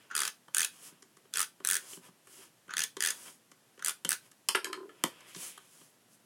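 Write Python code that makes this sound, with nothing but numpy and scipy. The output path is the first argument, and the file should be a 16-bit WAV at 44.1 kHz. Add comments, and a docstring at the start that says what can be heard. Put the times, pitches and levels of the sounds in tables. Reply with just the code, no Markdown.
"""A plastic tape runner is drawn over cardstock in eight short strokes, close to one microphone at a
craft desk in a small room. Its pawl snaps off some 75 teeth a second and rings the hollow case while
the glue crackles off the tape; between strokes a hand turns and taps the card on the desk pad.
Then the runner is put down and rocks, something knocks on the desk, and the card slides into place."""
import sys
import numpy as np
from scipy import signal
from scipy.fft import rfft, irfft
from scipy.io import wavfile
from scipy.ndimage import uniform_filter1d

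SR = 44100
rng = np.random.default_rng(int(sys.argv[2]) if len(sys.argv) > 2 else 0)


def to_wav(s):
    """Save 16-bit WAV."""
    ch = np.atleast_2d(s).T  # columns
    pcm = np.round(np.clip(ch, -1, 1) * 32767)  # PCM
    wavfile.write(sys.argv[1], SR, pcm.astype(np.int16))


N = 275625
TIME = np.arange(N) / SR
RING_SIZE = 4096  # FFT length for one contact
RING_HZ = np.fft.rfftfreq(RING_SIZE, 1 / SR)
CUTOFF_HZ = 16600
SNAP_HZ, SLIP_HZ = 8750, 1430  # the pawl's snap; the case's ring when the wheel slips

# Levels in all tables are relative.
# Strokes of the runner: (first click [s], last click [s], teeth [count], slow start [share of a gap],
# slow finish [share of a gap], contact length [s], case ring [Hz], case [dB], shell [dB], snap [dB],
# snap fade over the stroke [dB], peel [dB])
STROKES = [(0.1515, 0.2768, 9, 0.0093, 1, 0.0014, 1350, -37, -34, -34, 1.5, -42),
           (0.5463, 0.6465, 8, 1.15, 0.74, .0014, 1680, -38, -31.5, -31, 3.5, -43),
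           (1.3376, 1.4274, 8, 1.08, 0.36, 0.0012, 1390, -39, -35.5, -34.5, -4.5, -40),
           (1.6486, 1.7663, 10, 1.4, 0.31, 0.00089, 1555, -38.5, -34.5, -30.5, 9, -41.5),
           (2.768, 2.8369, 6, .12, 0.77, .0012, 1750, -38, -32, -34, -8, -41.5),
           (3.0053, 3.1043, 8, .77, .83, .0014, 1740, -36.5, -32.5, -32.5, 5, -40.5),
           (3.8465, 3.8936, 5, 0.67, 0.35, .0011, 1380, -41.5, -36.5, -33.5, 4, -38.5),
           (4.0912, 4.1286, 4, 0.96, 0.35, 0.00084, 1680, -37.5, -36, -31, -1, -38)]
# Resonances of the runner's shell: (frequency [Hz], width [Hz], level [dB])
SHELL_MODES = [(2502, 220, 6.5), (3386, 320, -1.5), (3430, 90, -3), (4440, 970, -9.5), (4830, 510, -3.5),
               (6240, 600, 2), (6950, 380, 4.5)]
# Resonances of the desk under its pad: (frequency [Hz], width [Hz], level [dB])
PAD_MODES = [(170, 38, -8.5), (246, 39, -9.5), (390, 54, 0), (530, 35, -3), (1120, 320, -2),
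             (2030, 800, -7.5), (3080, 250, -1.5), (5950, 4300, -8), (9700, 3500, -4.5)]


def from_db(db):
    """Decibels to gain."""
    return 10 ** (np.asarray(db) / 20)


def rms_one(x):
    """Scale to unit rms."""
    return x / np.sqrt(np.mean(x ** 2) + 1e-20)


def band(x, low_hz, high_hz):
    """Causal band-pass."""
    sos = signal.butter(2, [low_hz, min(high_hz, .48 * SR)], "band", fs=SR, output="sos")
    return signal.sosfilt(sos, x)


def held(start, end, fade):
    """A gate that opens at start and shuts at end."""
    return np.clip(.5 + np.minimum(TIME - start, end - TIME) / (2 * fade), 0, 1)


def swell(peak, rise, fall):
    """A push gathers speed and comes to rest, as a lopsided bell."""
    width = np.where(TIME < peak, rise, fall)
    return np.exp(-np.minimum(((TIME - peak) / width) ** 2, 30))


def friction(per_s, spread_db):
    """Tiny slips at random moments and of uneven size."""
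    sizes = from_db(spread_db * np.minimum(rng.exponential(1, N), 4))
    return rng.standard_normal(N) * sizes * (rng.random(N) < per_s / SR)


def coloured(x, spectrum):
    """Give a steady excitation a spectrum, at unit rms."""
    hz, db = np.transpose(spectrum)
    bins = np.maximum(np.fft.rfftfreq(N, 1 / SR), 1)
    gains = from_db(np.interp(np.log(bins), np.log(hz), db))
    return rms_one(irfft(rfft(x) * gains, N))


def resonate(x, modes):
    """Drive parallel resonances of alternating sign."""
    out = 0
    for k, (hz, width, db) in enumerate(modes):
        r = np.exp(-np.pi * width / SR)
        poles = [1, -2 * r * np.cos(2 * np.pi * hz / SR), r * r]
        out = out + (-1) ** k * from_db(db) * (1 - r * r) / 2 * signal.lfilter([1, 0, -1], poles, x)
    return out


def resonance(hz, width_hz):
    """Frequency response of one damped mode, gain 1 at its peak."""
    return 1j * RING_HZ * width_hz / (hz ** 2 - RING_HZ ** 2 + 1j * RING_HZ * width_hz)


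def body(modes, offsets_db=0):
    """Frequency response of parallel modes of alternating sign, offset per contact and mode."""
    offsets = np.transpose(offsets_db + np.zeros((1, len(modes))))
    return sum((-1) ** k * from_db(db + offsets[k][:, None]) * resonance(hz, width)
               for k, (hz, width, db) in enumerate(modes))


def touched(modes, times, spread_db):
    """Grip and point of contact change, so every contact wakes the modes in a new mix."""
    return body(modes, spread_db * rng.standard_normal((len(times), len(modes))))


def rebounds(lengths, first_hit=1.0, bounce=0.55, count=4):
    """Force spectrum of each contact: a first hit, then rebounds that spread it out in time."""
    gaps, sides = rng.uniform(.3, 1, (len(lengths), 2, count)).transpose(1, 2, 0)
    gaps = gaps / gaps.sum(axis=0) * np.abs(lengths)
    force = 1
    for gap, side in zip(gaps, sides):
        delay = np.exp(-2j * np.pi * RING_HZ * gap[:, None])
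        reflection = bounce * np.sign(side - .65)[:, None]
        force = force * (delay - reflection) / (1 - reflection * delay)  # all-pass
    return first_hit + force


def strike(times, levels_db, spectra, low_hz, high_hz):
    """Sound one band of each contact at its level, its energy counted as rms over 8 ms."""
    rings = band(irfft(spectra, RING_SIZE)[:, :RING_SIZE // 2], low_hz, high_hz)
    strength = np.sqrt(np.sum(rings ** 2, axis=1) / (.008 * SR))
    out = np.zeros(N + RING_SIZE)
    for time, ring, gain in zip(times, rings, from_db(levels_db) / strength):
        start = int(time * SR)
        out[start:start + len(ring)] += gain * ring
    return out[:N]


def contacts(times, levels_db, lengths, modes, spread_db=3.0, first_hit=1.0):
    """Blows on one body, in four registers; the highest speaks first."""
    # Thud, ring, shell and snap: (low edge [Hz], high edge [Hz], delay [s], contact length [ratio])
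    registers = [(110, 530, 0.00027, 1.39), (720, 3580, 0.00028, 1.196), (2220, 9500, .0002, 1.26),
                 (6880, 12100, 0.000071, 1.3)]
    response = touched(modes, times, spread_db)
    return sum(strike(times + delay, db, rebounds(lengths * stretch, first_hit) * response, low, high)
               for db, (low, high, delay, stretch) in zip(levels_db, registers))


def slides(rub_trim_db=-2.5, hiss_trim_db=-3.05, lowest_hz=170):
    """Paper fibres catch on each other: a soft rub from the sheet, a bright hiss from its surface."""
    # Pushes of card over the pad: (fastest moment [s], rise [s], fall [s], rub [dB], hiss [dB])
    pushes = [(0.02, .06, .08, -62, -73), (0.76, 0.056, 0.073, -63.5, -57.5),
              (0.866, 0.046, 0.034, -59, -47.5), (0.93, 0.038, 0.084, -67, -75),
              (1.83, 0.07, 0.056, -58, -55.5), (1.93, 0.055, .045, -59.5, -45),
              (2.06, 0.037, 0.03, -57.5, -56.5), (2.35, 0.074, 0.053, -63, -54),
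              (2.425, 0.042, 0.049, -59, -55), (3.17, 0.091, 0.067, -59.5, -51),
              (3.255, 0.044, 0.084, -62, -50.5), (3.278, 0.017, .018, -52, -64),
              (4.26, 0.044, 0.029, -65, -62.5), (5.2, 0.26, 0.12, -57.5, -67),
              (5.3, 0.031, 0.02, -66, -56.5), (5.44, 0.071, 0.066, -55, -40.5),
              (5.56, 0.089, 0.13, -72, -65), (5.8, 0.13, 0.1, -68, -58.5),
              (6.145, 0.044, 0.016, -79, -61.5)]
    # Spectrum of the rubbing sheet: (frequency [Hz], level [dB])
    rub_spectrum = [(150, 1), (250, -2.5), (367, 5.5), (436, -3.5), (513, 3), (826, -8), (971, 1.5),
                    (2060, -2.5), (3250, 1), (4000, -22), (5200, -9.5), (8800, -120)]
    # Spectrum of the surface hiss: (frequency [Hz], level [dB])
    hiss_spectrum = [(2350, -17), (4000, -8), (6060, -0.5), (6580, 0.5), (11000, 2.5), (13700, -11),
                     (15800, -7), (16200, -47), (16500, -47)]
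    rub_gain, hiss_gain = sum(from_db(levels_db)[:, None] * swell(peak, rise, fall)
                              for peak, rise, fall, *levels_db in pushes)
    fibres = friction(per_s=30000, spread_db=2.4)
    rub = from_db(rub_trim_db) * rub_gain * coloured(fibres, rub_spectrum)
    hiss = from_db(hiss_trim_db) * hiss_gain * coloured(fibres, hiss_spectrum)
    return band(rub + hiss, lowest_hz, CUTOFF_HZ)


def creaks(width_hz=220, shell_db=-13, fade_s=0.0023):
    """The loaded wheel sticks and slips before it turns, and the case rings along."""
    # The tip is pressed down: (start [s], end [s], level [dB])
    presses = [(0.102, 0.15, -48.5), (2.693, 2.756, -47.5), (3.793, 3.842, -57)]
    pressure = sum(from_db(db) * held(start, end, fade_s) for start, end, db in presses)
    slips = friction(per_s=2500, spread_db=1.0) + 1e-18
    case = rms_one(band(resonate(slips, [(SLIP_HZ, width_hz, 0)]), 700, 5100))
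    shell = from_db(shell_db) * rms_one(resonate(slips, SHELL_MODES))
    return pressure * (case + shell)


def tooth_times(first, last, teeth, slow_start, slow_finish, start_teeth=1.15, finish_teeth=1.2):
    """The wheel gets up to speed within a tooth or two and slows again at the end of the stroke."""
    k = np.arange(round(teeth) - 1)
    gaps = 1 + slow_start * np.exp(-k / start_teeth) + slow_finish * np.exp(-k[::-1] / finish_teeth)
    return first + (last - first) * np.append(0, np.cumsum(gaps)) / gaps.sum()


def stroke_clicks(stroke, case_db_per_doubling=3, snap_db_per_doubling=2.5, case_fade_db=2.5,
                  lengthening=0.607, pitch_scatter=0.051, case_scatter_db=3.5, snap_scatter_db=2.46):
    """One row a tooth: a faster wheel clicks louder, and no two clicks are alike."""
    times = tooth_times(*stroke[:5])
    length, case_hz, case_db, shell_db, snap_db, snap_fade_db = stroke[5:-1]
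    speed = -np.log2(np.gradient(times))
    speed -= speed.mean()
    # Along the stroke the tip presses harder: contacts lengthen and the case rings less.
    along = np.linspace(-.5, .5, len(times))
    lengths = length * np.exp(lengthening * along)
    chance = rng.standard_normal((len(times), 4)).T
    case_hz *= np.exp(pitch_scatter * chance[0])
    case_db += case_db_per_doubling * speed - case_fade_db * along + case_scatter_db * chance[1]
    snap_hz = SNAP_HZ * np.exp(pitch_scatter * chance[2])
    snap_db += snap_db_per_doubling * speed - snap_fade_db * along + snap_scatter_db * chance[3]
    shell_db = np.full(len(times), shell_db)
    return np.transpose([times, lengths, case_hz, case_db, shell_db, snap_hz, snap_db])


def pawl_clicks():
    """Every tooth of every stroke, and single teeth slipping outside the strokes."""
    # Single slips: (time [s], contact length [s], case [dB], shell [dB], snap [dB])
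    slips = [(0.1117, 0.0045, -39, -55, -61), (2.7066, 0.0026, -39, -49, -59),
             (2.737, 0.00074, -34.5, -41, -46), (3.8238, 0.00093, -39.5, -47.5, -51.7),
             (3.9078, 0.0016, -44, -55, -48)]
    singles = [(time, length, SLIP_HZ, case_db, shell_db, SNAP_HZ, snap_db)
               for time, length, case_db, shell_db, snap_db in slips]
    return np.vstack([stroke_clicks(stroke) for stroke in STROKES] + [singles])


def ratchet(case_trim_db=-1.37, shell_trim_db=-0.6, snap_trim_db=-0.5, desk_trim_db=-24,
            pawl_trim_db=-15, pawl_scatter_db=3):
    """The pawl drops off each tooth with a bright snap, then the hollow case rings."""
    # Resonances of the snap: (frequency [Hz], width [Hz], level [dB])
    snap_modes = [(7800, 2400, 3.5), (11200, 1300, -21)]
    # The case's lowest, faint ring: (frequency [Hz], width [Hz], level [dB])
    case_modes = [(884, 37, -6.5)]
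    times, lengths, case_hz, case_db, shell_db, snap_hz, snap_db = pawl_clicks().T
    tooth = rebounds(lengths) * (resonance(snap_hz[:, None], width_hz=1200) + body(snap_modes))
    snap = strike(times + .0003, snap_db + snap_trim_db, tooth, 8280, 11950)
    walls = rebounds(lengths * 1.087, first_hit=0.71) * touched(SHELL_MODES, times, spread_db=4.0)
    shell = strike(times + .0003, shell_db + shell_trim_db, walls, 3300, 5950)
    case_response = resonance(case_hz[:, None], width_hz=300) + body(case_modes)
    hollow = rebounds(lengths * 0.632, first_hit=0.91) * case_response
    case = strike(times + .00055, case_db + case_trim_db, hollow, 1130, 2150)
    spring = rebounds(lengths) * resonance(hz=14600, width_hz=1000)  # the pawl's own short ring
    spring_db = snap_db + pawl_trim_db + pawl_scatter_db * rng.standard_normal(len(times))
    pawl = strike(times + .0006, spring_db, spring, 13000, 17000)
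    # A little of each click reaches the desk through the tip.
    desk = strike(times, case_db + desk_trim_db, rebounds(lengths) * body(PAD_MODES), 133, 390)
    return snap + pawl + shell + case + desk


def peel(lag_s=0.0023, overrun_s=0.017, fade_s=0.014, slack_db=4, tighten_s=.025):
    """Threads of glue part in a fine crackle while the runner moves, louder as the tape tightens."""
    # Spectrum of the peeling tape: (frequency [Hz], level [dB])
    spectrum = [(120, -64), (200, 1), (312, -35.5), (403, 1.5), (702, -6), (1500, 9), (2250, 7),
                (3250, 6.5), (3980, 1), (7880, 5.5), (8810, -41), (9840, 5.5), (12700, 0), (15300, -23),
                (16500, -26)]
    pull = 0
    for first, last, *_, db in STROKES:
        slack = np.exp(-np.clip((TIME - first) / tighten_s, 0, 10))
        pull = pull + from_db(db - slack_db * slack) * held(first + lag_s, last + overrun_s, fade_s)
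    return pull * coloured(friction(per_s=6000, spread_db=0.0), spectrum)


def taps(contact_s=.0022, trim_db=1.27, snap_trim_db=-3.5):
    """The runner's tip, fingers and card edges touch down lightly, damped by the paper pad."""
    # Touches on the pad: (time [s], thud [dB], ring [dB], tick [dB])
    touches = [(0.4818, -57.5, -53, -67), (0.922, -59, -70, -74), (1.0238, -60, -59, -55.5),
               (1.1689, -61.5, -60.5, -61.5), (1.253, -62, -66, -90), (1.602, -52, -55.5, -69),
               (1.9312, -55.5, -50, -57), (1.9721, -50, -59, -73), (2.0863, -55.5, -70, -69),
               (2.2713, -61.5, -57.5, -60.5), (2.388, -57.5, -61, -70), (2.6807, -57, -59, -72),
               (2.968, -42.5, -42, -47.5), (3.516, -62, -58, -58.5), (3.7769, -56.5, -61, -78),
               (3.7935, -66, -53.5, -59), (4.0485, -41, -34.5, -34), (4.315, -81, -64.5, -58.5),
               (5.206, -76, -58.5, -61), (5.3481, -61, -47.5, -51), (5.362, -47, -58, -50),
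               (5.577, -61, -49, -54), (5.813, -59, -62.5, -75)]
    times, thud_db, ring_db, tick_db = np.transpose(touches)
    levels_db = thud_db, ring_db, tick_db, tick_db + snap_trim_db
    return from_db(trim_db) * contacts(times, levels_db, np.full(len(times), contact_s), PAD_MODES)


def knocks(trim_db=-0.6):
    """The runner is put down: the desk top thuds and the plastic clacks."""
    # Landings: (time [s], thud [dB], case ring [dB], shell [dB], snap [dB], contact length [s])
    landings = [(4.487, -44, -30, -26.5, -24.5, 0.0018), (4.5482, -31.5, -22, -32, -46, 0.0017),
                (4.5544, -57, -36, -33, -33, 0.0029), (4.6446, -46.5, -45, -33, -37.5, 0.00099),
                (4.6536, -55, -40.5, -53, -44, 0.0016), (4.7294, -55, -37.0, -36, -47.5, 0.0014),
                (4.892, -54, -51, -68, -72, 0.003)]
    # Resonances of runner and desk together: (frequency [Hz], width [Hz], level [dB])
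    modes = [(183, 130, -16.5), (298, 126, -15.5), (382, 55, -1.5), (560, 330, -13), (836, 160, -11.5),
             (1156, 223, -3), (1359, 80, 5), (1520, 390, -12.5), (1650, 110, 1.5), (2290, 1050, -12),
             (3190, 350, -6), (4100, 700, -17.5), (4970, 1000, -14), (6200, 2000, -19.5),
             (8860, 2300, -18.5), (11700, 790, -18.5), (14500, 970, -26)]
    times, *levels_db, lengths = np.transpose(landings)
    return from_db(trim_db) * contacts(times, levels_db, lengths, modes, spread_db=2.0, first_hit=0.95)


def levelled(x, window=2600):
    """Hold the running rms at 1."""
    return x / np.sqrt(np.abs(uniform_filter1d(x ** 2, size=window)) + 1e-14)


def rocking(start_s=4.625, attack_s=0.039, bumps_per_s=38, unevenness=.35, glide_per_s=0.208,
            boom_db=-49.5, boom_end_s=4.85, boom_release_db_per_s=195,
            ring_db=-51, ring_end_s=4.835, ring_release_db_per_s=550, ring_sag_db_per_s=30):
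    """The runner rocks: quick soft bumps keep the desk booming and the case ringing until it settles."""
    # The desk top's boom: (frequency [Hz], width [Hz], level [dB])
    boom_modes = [(329.4, 15, -1.5), (349, 13, 2), (387, 32, 1.5)]
    # The rattling case: (frequency [Hz], width [Hz], level [dB])
    rattle_modes = [(816, 32, -3), (1033, 15, 11), (1080, 48, -18), (1290, 470, -5)]
    age = np.maximum(TIME - start_s, 0)
    attack = np.minimum(age / attack_s, 1)
    boom_fall_db = boom_release_db_per_s * np.maximum(TIME - boom_end_s, 0)
    ring_fall_db = ring_sag_db_per_s * age + ring_release_db_per_s * np.maximum(TIME - ring_end_s, 0)
    gaps = np.abs(1 + unevenness * rng.standard_normal(400)) * SR / bumps_per_s
    bumps = np.bincount(np.cumsum(gaps).astype(int), minlength=N)[:N] + 1e-18
    quickening = TIME + glide_per_s / 2 * (TIME - ring_end_s) ** 2  # the boom rises a little in pitch
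    boom = levelled(np.interp(quickening, TIME, band(resonate(bumps, boom_modes), 220, 680)))
    ring = levelled(band(resonate(bumps, rattle_modes), 760, 1560))
    return attack * (from_db(boom_db - boom_fall_db) * boom + from_db(ring_db - ring_fall_db) * ring)


def desk_blow(trim_db=2.4):
    """One square, hard hit with hardly any rebound wakes the whole desk top."""
    # The hit: (time [s], thud [dB], ring [dB], shell [dB], snap [dB], contact length [s])
    blow = [(5.0382, -31, -26, -33.5, -29, 0.00116)]
    # Resonances of the desk top: (frequency [Hz], width [Hz], level [dB])
    modes = [(50, 50, -39), (157, 27, -1.5), (233, 57, -1), (337, 44, 2), (527, 31, -1.5), (680, 80, -6),
             (890, 110, -9), (1095, 114, -1), (1930, 190, -9), (2260, 230, -10), (3250, 430, -5),
             (4670, 480, -6.5), (6060, 3400, -12.5), (8400, 1800, -7), (12000, 4700, -14.5)]
    times, *levels_db, lengths = np.transpose(blow)
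    return from_db(trim_db) * contacts(times, levels_db, lengths, modes, spread_db=0.0, first_hit=2.7)


def brush(level_db=-58, low_hz=2000, high_hz=3600):
    """Skin brushes over paper as the hand reaches for the card: a smooth, narrow rub."""
    rub = rms_one(band(friction(per_s=30000, spread_db=1.0), low_hz, high_hz))
    return from_db(level_db) * swell(peak=5.446, rise=0.2, fall=0.15) * rub


def room(x, first_echo_s=0.0021, tail_samples=18000, bands=9):
    """Desk and near walls return a short, dense tail to the microphone."""
    # Reverberation of the small room: (frequency [Hz], time to fall 60 dB [s], level [dB])
    reverberation = [(180, 0.11, -6.5), (495, 0.25, -8), (1420, 0.17, -7.5), (3700, 0.2, -7.5),
                     (9500, 0.16, -13), (15000, 0.2, -8.5)]
    hz, t60, db = np.transpose(reverberation)
    age = np.arange(tail_samples) / SR
    onset = np.clip(age / first_echo_s - 1, 0, 1)
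    edges = np.geomspace(90, 18000, bands + 1)
    response = 0
    for low, high in zip(edges, edges[1:]):
        log_centre = np.log(low * high) / 2
        fall = from_db(-60 * age / np.interp(log_centre, np.log(hz), t60))
        tail = band(rng.standard_normal(tail_samples) * fall * onset, low, high)
        share = np.sqrt(2 * (high - low) / SR / np.sum(tail ** 2))
        response = response + tail * share * from_db(np.interp(log_centre, np.log(hz), db))
    return signal.fftconvolve(x, response)[:N]


def room_tone(level_db=-66.5):
    """The faint, steady noise of the room at the microphone."""
    # Spectrum of the quiet room: (frequency [Hz], level [dB])
    spectrum = [(15, -4), (25, -22), (49, -60), (111, 4), (252, 5), (410, -0.5), (496, -0.5), (1180, -5),
                (1930, -5.5), (2150, -8), (2900, -6.5), (3910, -9.5), (11900, -9.5), (15200, -24),
                (16500, -17)]
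    return from_db(level_db) * coloured(rng.standard_normal(N), spectrum)


def scene(clatter_send_db=4.0, blow_send_db=0.5):
    """The desk up close and the room behind it reach one microphone, the same in both channels."""
    runner = ratchet() + creaks() + peel()
    clatter = knocks() + rocking()
    blow = desk_blow()
    paper = taps() + slides() + brush()
    echo = room(runner + from_db(clatter_send_db) * clatter + from_db(blow_send_db) * blow + paper)
    return np.tile(runner + clatter + blow + paper + echo + room_tone(), (2, 1))


def record(dry, low_cut_hz=35):
    """The microphone thins the deep bass; the highest treble is cut steeply."""
    thin = signal.sosfilt(signal.butter(1, low_cut_hz, "high", fs=SR, output="sos"), dry)
    return signal.sosfilt(signal.ellip(10, .2, 80, CUTOFF_HZ, fs=SR, output="sos"), thin)


dry = scene()
out = record(dry)
to_wav(out)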